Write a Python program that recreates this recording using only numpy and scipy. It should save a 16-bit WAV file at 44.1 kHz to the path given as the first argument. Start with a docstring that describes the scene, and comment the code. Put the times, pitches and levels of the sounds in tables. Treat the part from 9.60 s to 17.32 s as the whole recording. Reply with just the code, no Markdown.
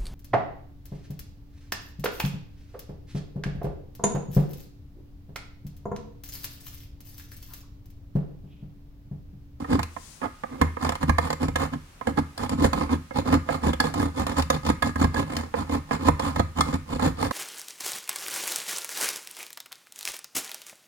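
"""Grating food on a small steel grater

A piece of food is rubbed up and down a box grater that stands in a wooden dish on a table.
The teeth tear it in thousands of tiny slips, which shake the steel shell, the dish and the table.
The food taps the steel and snags on single teeth, the grater bumps on the dish, fingers slide up
the steel once and a plastic cap clacks. It is all heard from close by in a small room."""
import sys
import numpy as np
from scipy import signal
from scipy.fft import rfft, irfft
from scipy.io import wavfile
from scipy.ndimage import uniform_filter1d

SR = 44100
rng = np.random.default_rng(int(sys.argv[2]) if len(sys.argv) > 2 else 0)


def persist_wave(psi):
    """Save psi, clipped to +-1, as 16-bit WAV."""
    counts = np.round(np.clip(psi, -1, 1) * 32767).astype(np.int16)
    wavfile.write(sys.argv[1], SR, np.atleast_2d(counts).T)


N = 340452
TIME = np.arange(N) / SR
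TEETH, SHELL, DISH, TABLE = range(4)   # the four parts that shake, as places in a list of levels

# The food lands on the steel with a dull tap. Each row: start in seconds, relative level in dB.
FOOD_TAPS = [(0.044, -34.5), (0.365, -32.5), (0.617, -31), (0.836, -27), (1.169, -31.5), (2.412, -32),
             (2.577, -25.5), (3.21, -26.5), (3.293, -32), (3.509, -33), (3.889, -22), (5.94, -22.5),
             (6.31, -20)]
# A tooth snags and snaps free. Each row: start in seconds, relative level in dB, extra dB for the teeth.
TOOTH_SNAGS = [(0.229, -34, 2), (1.291, -22, -8), (1.32, -26.5, -11.5), (1.352, -30, -8), (1.583, -17, -15),
               (1.703, -21.5, -11.5), (1.728, -26, -8), (1.957, -20, -9), (2.47, -23.5, -14),
               (2.777, -36, 1), (2.893, -30.5, -4), (3.131, -22.5, -8.5), (4.132, -25.5, -10.5),
               (4.201, -19, -4.5), (4.339, -30, -5), (4.666, -25.5, -7), (4.822, -32.5, 0.5),
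               (4.901, -18, -5.5), (5.223, -19.5, -10), (5.543, -27, -10.5), (5.766, -33, 4),
               (6.595, -24, -10), (7.007, -22, -0.5), (7.395, -27, -13.5), (7.709, -25, -13)]
# The grater rocks and bumps on the dish.
# Each row: start in seconds, relative level in dB, extra dB for the thud in the table.
GRATER_BUMPS = [(0.192, -23, 3), (1.014, -14.5, 2.5), (1.429, -25, 3), (1.494, -19, 7.5), (1.883, -26.5, 9),
                (4.035, -29.5, 4.5), (5.099, -20.5, -8), (5.358, -28, 6.5), (5.443, -20.5, 4),
                (6.484, -16.5, 5), (6.76, -24.5, 6), (6.795, -19, 5.5)]


def teeth(tearing):
    """The cutting edges give a bright scrape and sharp ticks."""
    # The teeth's ringing tones. Each row: pitch in Hz, width in Hz, strength in dB, dB to the left.
    tones = [(2480, 360, 5, 8), (2970, 430, 2.5, 0), (3370, 125, 5, 9), (3630, 380, 0.5, -3.5),
             (4254, 150, 2, 1), (4415, 450, 1.5, 19), (5130, 680, 1, 8.5), (5510, 370, -1.5, 34),
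             (6400, 310, -3.5, 23), (6700, 250, -1, 30), (7420, 700, -4.5, 31), (8850, 2700, -7, 16),
             (9480, 440, -1, 27), (10900, 690, -8.5, 16), (12900, 2900, -15.5, 18)]
    scrape = from_db(4.0) * rasp(tones, tearing, stroke_power(TEETH), steady_s=0.02)
    ticks = from_db(-0.5) * knocks(tones, TEETH, crunch_db=11.5, crunch_s=0.0033)
    return scattered(scrape + ticks, scatter_db=4.0)


def shell(tearing):
    """The steel box, damped by the hand, scrapes and clanks with a hollow, tinny voice."""
    # The box's ringing tones. Each row: pitch in Hz, width in Hz, strength in dB, dB to the left.
    tones = [(366, 74, -17.5, 1), (480.6, 25, 1.5, -3.5), (529.8, 37, 3, -6.5), (703, 42, -2, -32),
             (768, 48, -2, -8.5), (858, 52, -1.5, -52), (982, 46, 0, -16), (1044.5, 54, 2, -53),
             (1145, 55, -16, 8), (1225, 60, 0, -5), (1271, 26, -7.5, -7), (1503, 17, -16, -32),
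             (1661, 59, -6, -17), (1814, 47, -9.5, 7), (2037, 140, -17.5, 11), (2110, 36, -10.5, -12),
             (2330, 123, -17, 2.5)]
    scrape = from_db(0.5) * rasp(tones, tearing, stroke_power(SHELL), steady_s=0.033)
    clanks = from_db(2.0) * knocks(tones, SHELL, crunch_db=12.5, crunch_s=0.006)
    return scattered(scrape, scatter_db=-9.0) + clanks


def dish(tearing):
    """The grater's rim judders on the wooden dish."""
    # The dish's ringing tones. Each row: pitch in Hz, width in Hz, strength in dB, dB to the left.
    tones = [(230.7, 22, 0, -0.5), (260.5, 28.4, 2.5, -0.5), (289.1, 17, -6, -2.5)]
    judder = from_db(1.83) * rasp(tones, tearing, stroke_power(DISH), steady_s=0.039)
    return judder + from_db(2.5) * knocks(tones, DISH, crunch_db=-6.5, crunch_s=0.0046)


def table(tearing):
    """The table top rumbles and thuds under the dish."""
    # The table's deep tones. 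Each row: pitch in Hz, width in Hz, strength in dB, dB to the left.
    tones = [(49, 9, -13.5, 0), (80.55, 5.6, 2, 0), (97.4, 5.4, -4.5, 0), (152.1, 10.6, -5, 0)]
    rumble = from_db(2.5) * rasp(tones, tearing, stroke_power(TABLE), steady_s=0.05)
    return rumble + from_db(-4.5) * knocks(tones, TABLE, crunch_db=-12.0, crunch_s=0.0046)


def slips(catch_db, catches_per_s, slips_per_s=5000, spread_db=3.5):
    """Fibres of the food tear at random, in clumps as each row of teeth catches."""
    torn = rng.random(N) < slips_per_s / SR
    sizes = from_db(spread_db * np.minimum(rng.exponential(1, N), 5))
    directions = rng.choice([-1, 1], N)
    catching = rms_one(np.interp(TIME * catches_per_s, np.arange(N), rng.standard_normal(N)))
    return torn * sizes * directions * from_db(catch_db * catching)


def stroke_power(part, rise_share=0.51):
    """The power the hand puts into one part: each stroke swells to its hardest push and eases off."""
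    # Strokes of the food along the teeth. Each row: time of the hardest push in seconds,
    # length in seconds, force in dB, extra dB from leaning on the dish.
    strokes = [(0.01, 0.088, -39, 6.5), (0.132, 0.099, -26, 6.5), (0.644, 0.064, -24.5, -6),
               (0.936, 0.11, -42, 4.5), (1.033, .115, -34.5, 0), (1.25, .11, -26, -2.5),
               (1.428, .06, -32.5, 0.5), (1.487, 0.036, -33, 10), (1.656, 0.16, -32, -4),
               (1.832, .07, -27.5, 4), (2.022, .11, -26, -4.5), (2.138, 0.039, -32, 5.5),
               (2.485, 0.065, -31.5, 5.5), (2.583, 0.045, -24, 3.5), (2.828, .11, -29, -3),
               (2.927, 0.061, -30.5, 6.5), (3.009, 0.081, -29.5, 8.5), (3.045, 0.065, -18.5, -2.5),
               (3.2, 0.17, -29, 0.5), (3.326, 0.078, -27.5, 5.5), (3.579, 0.081, -24.5, -2),
               (3.68, 0.067, -26.5, 1), (3.737, 0.071, -20, 2.5), (3.929, .13, -28, -4.5),
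               (4.069, 0.1, -22.5, 3), (4.252, 0.12, -27, -4), (4.41, 0.18, -28, 3), (4.6, 0.11, -28, .5),
               (4.706, 0.099, -30.5, -3), (4.79, 0.07, -21.5, -3), (4.943, 0.073, -28.5, -3),
               (5.081, .1, -25.5, -2), (5.263, 0.096, -29.5, 2), (5.418, 0.099, -25, 4),
               (5.588, 0.12, -26, -1), (5.764, 0.24, -32.5, -0.5), (5.991, 0.12, -30, -0.5),
               (6.133, 0.12, -27.5, 1), (6.334, 0.09, -27, -4), (6.428, 0.097, -34.5, 2.5),
               (6.47, 0.053, -21, -1), (6.658, 0.16, -28, -2.5), (6.785, 0.095, -30, 4),
               (6.992, 0.066, -24.5, 0.5), (7.088, 0.12, -34, 1.5), (7.142, 0.055, -29.5, 3.5),
               (7.336, 0.13, -32, .5), (7.449, 0.12, -24, 0.5), (7.634, 0.13, -26, -4)]
    power = np.zeros(N)
    for peak_s, length, force_db, lean_db in strokes:
        rise, fall = rise_share * length, (1 - rise_share) * length
        near = slice(max(int((peak_s - 2 * rise) * SR), 0), int((peak_s + 2 * fall) * SR))
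        t = TIME[near] - peak_s
        from_peak = np.abs(t / np.where(t < 0, rise, fall))
        peak_db = force_db + stroke_shares(peak_s, lean_db)[part]
        power[near] += from_db(peak_db - 20 * from_peak ** 1.95) ** 2
    return power * holding_back() ** 2


def stroke_shares(at_s, lean_db, usual_bite_db=-16):
    """How a stroke's force divides among teeth, shell, dish and table, in dB."""
    # How deep the teeth bite. Each row: time in seconds, the teeth's share against the shell's in dB.
    bites = [(0.15, -17.5), (0.65, -28.5), (0.95, -23), (1.35, -14), (2.5, -18.5), (2.85, -16),
             (3.75, -17.5), (5.1, -13.5), (6.05, -17), (7.1, -14.5)]
    bite_db = np.interp(at_s, *np.transpose(bites))
    # Leaning and a deeper bite both drag the table along.
    drag_db = -2.5 + 0.66 * lean_db + 0.84 * (bite_db - usual_bite_db)
    return np.array([bite_db, 0, lean_db, drag_db])


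def holding_back(stick_s=0.023, stall_s=0.052, dip_db=-3):
    """The scrape dips as the food sticks before a tap or snag, and as a bump stalls the hand."""
    db = np.zeros(N)
    for start, *_ in FOOD_TAPS + TOOTH_SNAGS:
        db[max(int((start - stick_s) * SR), 0):int(start * SR)] = dip_db
    for start, *_ in GRATER_BUMPS:
        db[int(start * SR):int((start + stall_s) * SR)] = dip_db
    return from_db(db)


def rasp(tones, tearing, power, steady_s):
    """The slips make a part ring, and the hand's push sets how loud."""
    ringing = ring(tones, np.zeros(N), tearing)
    own_power = uniform_filter1d(np.mean(ringing ** 2, axis=0), max(int(steady_s * SR), 1))
    mean_width_hz = np.mean(np.array(tones)[:, 1])
    linger = np.exp(-2 * np.pi * mean_width_hz / SR)   # share of the energy left after one sample
    stored_power = signal.lfilter([1 - linger], [1, -linger], power + 1e-18)
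    return ringing * np.sqrt(stored_power / (np.abs(own_power) + 1e-9))


def knocks(tones, part, crunch_db, crunch_s, size=1024):
    """Each knock is one blow, then a few milliseconds of crunch as the food breaks."""
    blows, crunch = np.zeros(N + size), np.zeros(N + size)
    fading = unit_energy(np.exp(-(TIME[:size] / crunch_s) ** 2))
    for start_s, extra_crunch_db, levels in knock_levels():
        breaking = from_db(crunch_db + extra_crunch_db)
        height = from_db(levels[part]) * np.sqrt(SR / 100 / (1 + breaking ** 2))
        start = int(start_s * SR)
        blows[start] += height
        crunch[start:start + size] += height * breaking * fading
    return ring(tones, blows[:N], crunch[:N])


def knock_levels():
    """List each knock's start in seconds, extra crunch in dB and levels for the four parts in dB."""
    # What a tap passes to the teeth, shell, dish and table, in dB.
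    tap_shares = (-31, 0, -9.5, -13.5)
    taps = [(s, -3.5, db + np.array(tap_shares)) for s, db in FOOD_TAPS]
    snags = [(s, 0, db + np.array([sharp_db, 0, -10.5, -5.5])) for s, db, sharp_db in TOOTH_SNAGS]
    bumps = [(s, -4.5, db + np.array([-14.5, 0, -2, thud_db])) for s, db, thud_db in GRATER_BUMPS]
    return taps + snags + bumps


def ring(tones, blows, crunch, contact_spread_db=3):
    """A blow starts all of a part's tones together; each tiny slip kicks each tone by a random amount."""
    hit, slipped = np.flatnonzero(blows), np.flatnonzero(crunch)
    shares = np.array([from_db(db) ** 2 * width for _, width, db, _ in tones])
    ringing = np.zeros((2, N))
    for (hz, width, _, left_db), share in zip(tones, shares / shares.sum()):
        force = np.full(N, 1e-18)
        # Where a blow lands changes how strongly this tone answers.
        force[hit] += blows[hit] * from_db(contact_spread_db * rng.standard_normal(len(hit)))
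        force[slipped] += crunch[slipped] * rng.standard_normal(len(slipped)) * travelling(slipped)
        decay = np.exp(-np.pi * width / SR)   # a wider tone dies sooner
        angle = 2 * np.pi * hz / SR
        gain = np.sin(angle) * np.sqrt(2 * share * (1 - decay ** 2))
        swing = signal.lfilter([0, gain], [1, -2 * decay * np.cos(angle), decay ** 2], force)
        ringing += rms_one(pan(left_db)) * swing
    # A small part gives off little sound below its lowest tone.
    low_cut = signal.butter(2, 0.72 * tones[0][0], "high", fs=SR, output="sos")
    return signal.sosfilt(low_cut, ringing)


def travelling(samples, spread_db=2.5, places_per_s=14):
    """A tone grows and shrinks as the food travels over the grater's face."""
    places = rng.standard_normal(4096)
    wander = np.interp(samples / SR * places_per_s, np.arange(len(places)), places)
    return rms_one(from_db(spread_db * wander))


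def panel_pings(hz=1674, fade_s=0.083):
    """A catch high on the grater's face leaves its free panel singing briefly."""
    # The catches. Each row: start in seconds, relative level in dB.
    catches = [(1.956, -28), (4.2, -22), (4.9, -27.5), (5.223, -23), (5.562, -25), (6.31, -42)]
    return sum(dying_sine(start, hz, db, fade_s) for start, db in catches) * pan(left_db=-10)


def cap_clack(start_s=7.009, level_db=-14.5):
    """The plastic cap gives a short, hard clack as the grip shifts."""
    # The cap's tones. Each row: pitch in Hz, relative level in dB, seconds to fade by 60 dB.
    tones = [(1023, -22, 0.098), (1260, 4, 0.032), (1780, -15, 0.073), (2105, -20, 0.2), (2400, -21, 0.038),
             (3677, -15, 0.033)]
    return sum((-1) ** k * dying_sine(start_s, hz, level_db + db, fade_s)
               for k, (hz, db, fade_s) in enumerate(tones))


def finger_slide(peak_s=0.48, swell_s=0.14, level_db=-49):
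    """Fingers slide softly back up the steel with a hiss that swells and fades."""
    # The colour of the hiss. Each row: frequency in Hz, relative level in dB.
    colour = [(1180, -50), (2000, -20), (2470, -12), (6400, -1.5), (9760, -3.5), (11500, -17), (15000, -14)]
    spectrum = colour_gains(colour) * rfft(rng.standard_normal((2, N)))
    hiss = rms_one(irfft(spectrum, N) * pan(left_db=16))
    return from_db(level_db) * hiss * np.exp(-((TIME - peak_s) / swell_s) ** 2)


def scattered(sound, scatter_db):
    """Add quick reflections off the hands, the dish and the inside of the box."""
    share = from_db(scatter_db)
    reflections = through(sound, echoes(fade_s=0.032, size=2048))
    return (sound + share * reflections) / np.sqrt(1 + share ** 2)


def room_echo(bright, tinny, low, size=24000):
    """The small room answers, most clearly to the upper ring of the steel."""
    upper_band = signal.butter(2, [1200, 2800], "band", fs=SR, output="sos")
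    upper_ring = signal.sosfilt(upper_band, tinny.mean(axis=0))
    steel = from_db(-11.0) * bright + from_db(-16.5) * tinny
    steel_tail = through(steel, echoes(fade_s=0.33, size=size))
    upper_tail = from_db(-7.0) * through(upper_ring, echoes(fade_s=0.39, size=size))
    # Long waves reach both sides alike, so they share one set of echoes.
    low_tail = from_db(-13.5) * through(low, echoes(fade_s=0.38, size=size)[0])
    return steel_tail + upper_tail + low_tail


def background(level_db=-51, alike_below_hz=310):
    """A steady rumble, alike on both sides, lies under a faint hiss."""
    # The colour of the room's noise. Each row: frequency in Hz, relative level in dB.
    colour = [(15, -42), (25, 8.5), (120, 1), (270, -7.5), (607, -14.5), (1040, -11.5), (2690, -16),
              (3080, -17.5), (3920, -19), (6210, -21), (8140, -22.5), (9570, -23.5), (16000, -32.5)]
    alike = 1 / (1 + (frequencies() / alike_below_hz) ** 2)
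    white = rfft(rng.standard_normal((3, N)))   # left, right and common to both
    mixed = np.sqrt(alike) * white[2] + np.sqrt(1 - alike) * white[:2] * pan(left_db=0.5)
    return from_db(level_db) * rms_one(irfft(colour_gains(colour) * mixed, N))


def echoes(fade_s, size):
    """Dense reflections, different on each side, that fall by 60 dB in fade_s."""
    return unit_energy(rng.standard_normal((2, size)) * from_db(-60 * TIME[:size] / fade_s))


def through(sound, reflections):
    """Play a sound through a pattern of reflections, one side at a time."""
    return signal.oaconvolve(np.atleast_2d(sound), np.atleast_2d(reflections), axes=1)[:, :N]


def dying_sine(start_s, hz, db, fade_s):
    """One struck tone that falls by 60 dB in fade_s."""
    t = np.maximum(TIME - start_s, 0)
    return from_db(db - 60 * np.minimum(t / fade_s, 5)) * np.sin(2 * np.pi * hz * t)


def colour_gains(colour):
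    """Join rows of Hz and dB into a gain for every frequency."""
    hz, db = np.transpose(colour)
    return from_db(np.interp(np.log(frequencies()), np.log(hz), db))


def frequencies():
    """The frequencies of the whole sound's spectrum, kept at 1 Hz or more."""
    return np.maximum(np.arange(N // 2 + 1) * SR / N, 1)


def pan(left_db):
    """Left and right gains; the left is louder by left_db."""
    return from_db([[left_db / 2], [-left_db / 2]])


def from_db(db):
    """Turn decibels into a gain."""
    return 10 ** (np.asarray(db) / 20)


def rms_one(x):
    """Scale to an average power of 1."""
    return x / np.sqrt(np.mean(x ** 2) + 1e-20)


def unit_energy(x):
    """Scale to a total energy of 1, averaged over the sides."""
    return rms_one(x) / np.sqrt(x.shape[-1])


def scene(left_lag_s=0.00061):
    """One stream of slips drives all four parts, and the room sounds around them."""
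    tearing = slips(catch_db=3.8, catches_per_s=220)
    bright = teeth(tearing) + finger_slide()
    tinny = shell(tearing) + panel_pings() + cap_clack()
    low = dish(tearing) + table(tearing)
    left, right = bright + tinny + low
    late_left = np.interp(TIME - left_lag_s, TIME, left, left=0)   # this microphone is farther off
    return np.array([late_left, right]) + room_echo(bright, tinny, low) + background()


def record(dry, cutoff_hz=15900):
    """Clip the peaks at full scale and cut the highest treble."""
    treble_cut = signal.ellip(10, 0.1, 80, cutoff_hz, fs=SR, output="sos")
    return signal.sosfilt(treble_cut, np.clip(dry, -1, 1))


dry = scene()
out = record(dry)
persist_wave(out)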